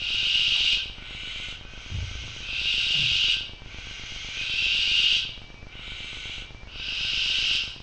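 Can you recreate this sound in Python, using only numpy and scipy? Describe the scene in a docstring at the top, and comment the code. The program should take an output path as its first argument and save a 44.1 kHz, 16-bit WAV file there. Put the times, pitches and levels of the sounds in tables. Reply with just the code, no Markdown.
"""A loud young owl is in mid-hiss as it starts; a dull and a thin one answer from the nest box under a roof at night.
All are filtered noise with a fast tail. Faint tonal peeps fall among them; the boards, decaying sine modes, give
a faint scuff at 0.55 s, then feet and wings thump them from 1.9 s. Two faint crickets chirp outside as bent sines
until 6.7 s; the loud owlet's last hiss comes with its head turned. Throughout, air and traffic rumble under a
smooth hiss, and a switching load in the camera ticks in its audio."""
import sys
import numpy as np
from scipy import signal
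from scipy.fft import rfft, irfft, next_fast_len
from scipy.io import wavfile
from scipy.ndimage import map_coordinates

SR = 44100
rng = np.random.default_rng(int(sys.argv[2]) if len(sys.argv) > 2 else 0)


def to_linear_factor(level_db):
    """Convert decibel levels (scalar or array-like) to linear amplitude factors."""
    exponent = np.asarray(level_db, float) / 20
    return 10 ** exponent


def wav_record(signal):
    """Record a signal, one row per channel, as 16-bit PCM in the file named by sys.argv[1]."""
    frames = np.transpose(np.atleast_2d(signal))
    bounded = np.clip(frames, -1, 1)
    # unit amplitude maps onto the largest positive 16-bit level
    quanta = np.round(bounded * 32767).astype(np.int16)
    wavfile.write(sys.argv[1], SR, quanta)


N = 344862


def unit(x):
    """Scaled to rms 1."""
    return x / np.sqrt(np.mean(x ** 2) + 1e-20)


def along(points, hz):
    """Interpolates (Hz, value) points on a log frequency axis."""
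    f, v = np.transpose(points)
    return np.interp(np.log(hz + 1), np.log(f + 1), v)


def filtered(x, response):
    """x times a complex response of frequency."""
    m = next_fast_len(N + SR // 2)
    return irfft(rfft(x, m) * response(np.fft.rfftfreq(m, 1 / SR)), m)[:N]


def wobble(rate_hz):
    """A smooth random curve, rate_hz knots a second."""
    knots = rng.standard_normal(int(N * rate_hz / SR) + 4)
    return map_coordinates(knots, [np.arange(N) * rate_hz / SR])


def owlet(name, throat, swell_db, release_db_per_s, beak_hz, glide_s, beak_width_hz, beak_db, closing_db,
          early_db, tilt_db_per_octave, tilt_per_db, chest_hz, chest_db, rasp_db, wet_db):
    """Turbulent breath roughened by chaotic membranes; effort brightens it, one resonance slides with the beak."""
    # Begging hisses. Each row: owlet, start in seconds, stop in seconds, peak level in dB,
    # swell time constant in seconds, beak resonance at the start in Hz.
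    hisses = [("loud", -0.094, 0.74, -21.5, 0.29, 2790), ("dull", 0.94, 1.507, -35, .15, 7100),
              ("thin", 1.598, 2.42, -39, 0.23, 2700), ("loud", 2.405, 3.326, -22.5, .24, 2500),
              ("thin", 3.607, 4.42, -34.5, 0.4, 2700), ("loud", 4.314, 5.166, -21.5, 0.28, 2290),
              ("dull", 5.665, 6.39, -36.5, .15, 7100), ("turned", 6.674, 7.559, -23.5, 0.25, 4600)]
    # Low resonance of every call, drawn for a 1560 Hz centre. Each row: frequency in Hz, relative density in dB.
    chest_curve = [(800, -120)] + [(1000, -33), (1250, -16.5), (1420, -8.5), (1505, -8.5), (1555, 0),
                                   (1590, -2.5), (1635, -27.5), (1800, -48.5)] + [(2200, -120)]
    onset_db, onset_s = 13, 0.044  # fast break-in ahead of the swell
    closing_s = 0.036
    chest_follows, chest_holds_db, chest_drops = 0.31, 20, 1.5  # share of the swell; hold, then faster fall
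    airy_end = 0.2  # tilt gained per dB of fall

    breath = rng.standard_normal(N) * to_linear_factor(rasp_db * wobble(260))
    hz, t, spectrum = signal.stft(unit(breath), SR, nperseg=1024)
    f = hz[:, None]

    def mode(centre_hz, width_hz, db):
        """Power response of a steep-skirted resonance."""
        return to_linear_factor(2 * db) / (1 + (2 * (f - centre_hz) / width_hz) ** 2) ** 2

    def norm(g):
        """Rms 1 over frequency."""
        return g / np.sqrt(np.mean(g ** 2, axis=0))

    chest = norm(to_linear_factor(along(chest_curve, f * 1560 / chest_hz)))
    steady = sum(mode(*row) for row in throat)
    octaves = np.log2(np.clip(f, 2500, 7000) / 2850)
    gain = np.zeros(spectrum.shape)
    for start, stop, peak_db, swell_s, first_hz in [row[1:] for row in hisses if row[0] == name]:
        age, left = np.maximum(t - start, 0), np.maximum(stop - t, 0)
        early = np.exp(-age / swell_s)
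        rising_db = swell_db * early + onset_db * np.exp(-age / onset_s)
        falling_db = release_db_per_s * np.maximum(t - stop, 0)
        effort_db = peak_db - rising_db - falling_db
        chest_fall_db = chest_drops * np.maximum(falling_db - chest_holds_db, 0)
        low_db = chest_db - chest_follows * rising_db - chest_fall_db

        sliding_hz = beak_hz + (first_hz - beak_hz) * np.exp(-age / glide_s)
        sliding_db = beak_db + early_db * early - closing_db * np.exp(-left / closing_s)
        beak = mode(sliding_hz, beak_width_hz, sliding_db)
        tilt = tilt_db_per_octave - tilt_per_db * rising_db + airy_end * np.minimum(falling_db, 35)
        shape = np.sqrt(steady + beak) * to_linear_factor(tilt * octaves)
        gain += (t >= start) * (to_linear_factor(effort_db) * norm(shape) + to_linear_factor(low_db) * chest)
    voice = signal.istft(spectrum * gain, SR, nperseg=1024)[1][:N]
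    return roof(voice, wet_db) / np.sqrt(1 + to_linear_factor(2 * wet_db))


def roof(x, wet_db):
    """Direct sound, a quick tail from the near rafters and a weaker, slower one from the far end."""
    # Decay among the near rafters. Each row: frequency in Hz, t60 in seconds.
    rafters = [(1500, 0.39), (3000, 0.39), (5000, 0.39), (8000, 0.17)]
    hz, t, spectrum = signal.stft(rng.standard_normal(SR), SR, nperseg=256)
    fall_db = 60 * t / along(rafters, hz)[:, None]
    decay = to_linear_factor(-fall_db) + to_linear_factor(-11 - fall_db / 2.37)
    tail = signal.istft(spectrum * decay, SR, nperseg=256)[1]
    late = signal.fftconvolve(np.pad(x, (200, 0)), tail / np.linalg.norm(tail))[:N]
    return x + to_linear_factor(wet_db) * late


def thumps():
    """A soft foot or wing sets the board modes going; the higher the mode, the more it blurs into a scuff."""
    # Board modes. Each row: frequency in Hz, t60 in seconds.
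    boards = [(60, 0.46), (88, 0.55), (112, .6), (142, 0.5), (205, .3), (700, .3), (894, 0.26)]
    # Feet and wings on the boards. Each row: start in seconds, level in dB, pitch of the spot in Hz.
    blows = [(.55, -42.5, 894), (1.904, -36.5, 191), (1.915, -20, 94.2), (1.965, -20.5, 64),
             (1.995, -26, 85), (2.15, -29, 59.4), (2.22, -34.5, 112), (2.57, -36, 58.8),
             (2.925, -43.5, 700), (2.945, -32.5, 142), (2.985, -29.5, 142), (3.02, -33.5, 112),
             (3.09, -34, 61.4), (3.35, -45.5, 61), (3.72, -39.5, 65.8)]
    spot_db_per_octave = 36  # loss of modes away from the spot's pitch
    attack_s = 0.0066
    out, t = np.zeros(N + SR), np.arange(SR) / SR
    for start, db, spot_hz in blows:
        wander = np.cumsum(rng.standard_normal(SR)) / np.sqrt(SR) / 25
        ring = np.zeros(SR)
        for hz, t60 in boards:
            mode_db = -spot_db_per_octave * abs(np.log2(hz / spot_hz)) - 60 * t / t60
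            ring += to_linear_factor(mode_db) * np.sin(hz * (2 * np.pi * t + wander))
        out[round(start * SR):][:SR] += to_linear_factor(db) * (1 - np.exp(-t / attack_s)) * ring
    return out[:N]


def notes(rows, waver_hz, edge_s, bend_hz):
    """Nearly pure tones that waver in pitch and level and bend with a 25 ms time constant at the end."""
    t = np.arange(N) / SR
    out = np.zeros(N)
    drift = np.cumsum(waver_hz * wobble(40)) / SR
    flutter = to_linear_factor(1.1 * wobble(60))
    for start, length, hz, db in rows:
        left = start + length - t
        gate = np.clip(np.minimum(t - start, left) / edge_s, 0, 1)
        bend = bend_hz * .025 * np.exp(-np.maximum(left, 0) / .025)  # in cycles
        out += to_linear_factor(db) * np.sqrt(2) * gate * np.sin(2 * np.pi * (hz * t + drift + bend))
    return out * flutter


def peeps():
    """Short tonal peeps with soft edges and no bend."""
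    # Peeps. Each row: start in seconds, length in seconds, frequency in Hz, level in dB.
    peep_rows = [(.545, .025, 1170, -50), (.79, .03, 1550, -47), (1.425, .03, 1470, -49),
                 (3.385, .03, 1540, -48), (5.225, .035, 1540, -49)]
    return notes(peep_rows, waver_hz=30, edge_s=.012, bend_hz=0)


def crickets():
    """Wing tones from outside, with sharp breaks; each bends up at its end."""
    # Chirps. Each row: start in seconds, length in seconds, frequency in Hz, level in dB.
    chirps = [(.83, .12, 2320, -54), (1.62, .2, 2500, -54), (1.85, .28, 2500, -54), (2.2, .2, 2500, -54),
              (3.44, .22, 2310, -55), (3.7, .09, 2300, -51), (5.25, .16, 2310, -54),
              (5.418, .112, 2310, -53), (5.542, .114, 2300, -52), (5.545, .085, 2505, -56),
              (5.668, .08, 2310, -54), (6.452, .07, 2340, -51), (6.548, .094, 2330, -51),
              (6.65, .05, 2230, -54)]
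    return notes(chirps, waver_hz=10, edge_s=.006, bend_hz=55)


def night():
    """Low rumble of air and traffic over a smooth hiss: shaped noise whose level drifts slightly."""
    # Rumble and hiss spectrum. Each row: frequency in Hz, relative density in dB.
    spectrum = [(15, -7), (30, 1), (70, -8.5), (115, -7.5), (170, -21), (400, -22.5), (800, -24),
                (1600, -28.5), (3000, -29), (5800, -33.5), (7000, -42.5), (8000, -50.5)]
    noise = filtered(rng.standard_normal(N), lambda hz: to_linear_factor(along(spectrum, hz)))
    return to_linear_factor(-45.5 + 0.34 * wobble(3)) * unit(noise)


def ticks():
    """A load switches on and off; the coupling capacitors turn each voltage step into a tick that sags back."""
    period_s, on_s, off_s = .12554, .0195, .1047
    small_tick_s = .4207
    step_db, first_hz, second_hz, edge_hz = -30.0, 32, 3.8, 5900
    t = np.arange(N) / SR
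    load = to_linear_factor(step_db) * ((t - on_s) % period_s < off_s - on_s)
    every_eighth = (t - small_tick_s) / (8 * period_s) % 1
    load += to_linear_factor(step_db - 5.0) * every_eighth  # a smaller drop that creeps back

    def response(hz):
        """Two high-pass corners, and three low-pass poles that round the step's edge."""
        coupling = (1j * hz) ** 2 / ((1j * hz + first_hz) * (1j * hz + second_hz))
        return coupling / (1 + 1j * hz / edge_hz) ** 3

    return filtered(load - load[0], response)


def converter(x):
    """A slow converter mirrors the band above half its rate; its filter notches both sides of the fold."""
    # Converter filter. Each row: frequency in Hz, gain in dB.
    edge = [(6800, -1), (7390, -8.5), (7490, -30.5), (7600, -7.5), (7900, 2), (8100, -1.5), (8330, -14),
            (8520, -35.5), (8750, -29.5), (9100, -46.5), (9200, -90)]
    rate_hz = 16000
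    m = 441 * 800  # FFT length that puts the fold on a bin
    half = rate_hz * m // (2 * SR)
    low = rfft(x, m)[:half + 1]
    mirror = np.conj(low[-2::-1])
    both = np.pad(np.concatenate([low, mirror]), (0, m // 2 - 2 * half))
    return irfft(both * to_linear_factor(along(edge, np.fft.rfftfreq(m, 1 / SR))), m)[:N]


def scene():
    """Owlets in the roof, with the night around them; with its head turned the loud one slides a brighter resonance."""
    # Fixed throat and beak resonances of each owlet.
    # Each row: frequency in Hz, width in Hz, relative level in dB.
    loud_throat = [(2225, 230, -19), (2586, 240, -4.5), (3164, 303, -4), (3584, 230, -8.5), (3813, 233, -7),
                   (4220, 670, -16), (4697, 510, -16), (5220, 330, -21.5), (5560, 410, -24),
                   (6030, 640, -27), (6500, 580, -33.5), (7110, 730, -30), (7994, 320, -35.5)]
    dull_throat = [(2944, 620, 0), (2156, 250, -5), (2345, 260, -4.5), (3240, 730, -7), (3820, 330, -6.5),
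                   (4360, 510, -20), (5000, 1400, -24.5), (6600, 390, -24), (7020, 700, -23),
                   (7940, 800, -28.5)]  # same columns
    thin_throat = [(2114, 170, -5.5), (2330, 350, -5), (3230, 510, -4), (3860, 590, -9.5),
                   (4700, 2200, -14.5), (5740, 470, -13), (6300, 390, -11.5), (6730, 240, -17.5),
                   (7030, 500, -21.5), (8100, 600, -27.5)]  # same columns
    owls = owlet("loud", loud_throat, swell_db=11, release_db_per_s=309, beak_hz=2880, glide_s=0.2,
                 beak_width_hz=238, beak_db=2.0, closing_db=2, early_db=-2.2, tilt_db_per_octave=2.0,
                 tilt_per_db=0.32, chest_hz=1558, chest_db=-50, rasp_db=0.7, wet_db=-2.0)
    owls += owlet("turned", loud_throat + [(2850, 400, 0.0086)], swell_db=17, release_db_per_s=148.5,
                  beak_hz=4990, glide_s=.12, beak_width_hz=1120, beak_db=-16.5, closing_db=-1.0, early_db=8,
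                  tilt_db_per_octave=2.5, tilt_per_db=0.6, chest_hz=1548, chest_db=-51, rasp_db=0.3, wet_db=-2.2)
    owls += owlet("dull", dull_throat, swell_db=9, release_db_per_s=378, beak_hz=6060, glide_s=0.19,
                  beak_width_hz=200, beak_db=-16, closing_db=0, early_db=-25, tilt_db_per_octave=2.3,
                  tilt_per_db=1.3, chest_hz=1505, chest_db=-55.5, rasp_db=1.3, wet_db=1.1)
    owls += owlet("thin", thin_throat, swell_db=11, release_db_per_s=298, beak_hz=2930, glide_s=.25,
                  beak_width_hz=500, beak_db=0.6, closing_db=-0.3, early_db=-2.7, tilt_db_per_octave=0.7,
                  tilt_per_db=0.5, chest_hz=1539, chest_db=-53, rasp_db=0.0, wet_db=2.2)
    return (owls + thumps() + peeps() + crickets() + night())[None]


def roll_off(x):
    """The treble ends steeply here."""
    return signal.sosfilt(signal.butter(12, 9040, fs=SR, output="sos"), x)


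def record(dry):
    """The camera's audio circuit adds its ticks ahead of the converter."""
    heard = converter(dry[0] + ticks())
    return roll_off(heard[None])


dry = scene()
out = record(dry)
wav_record(out)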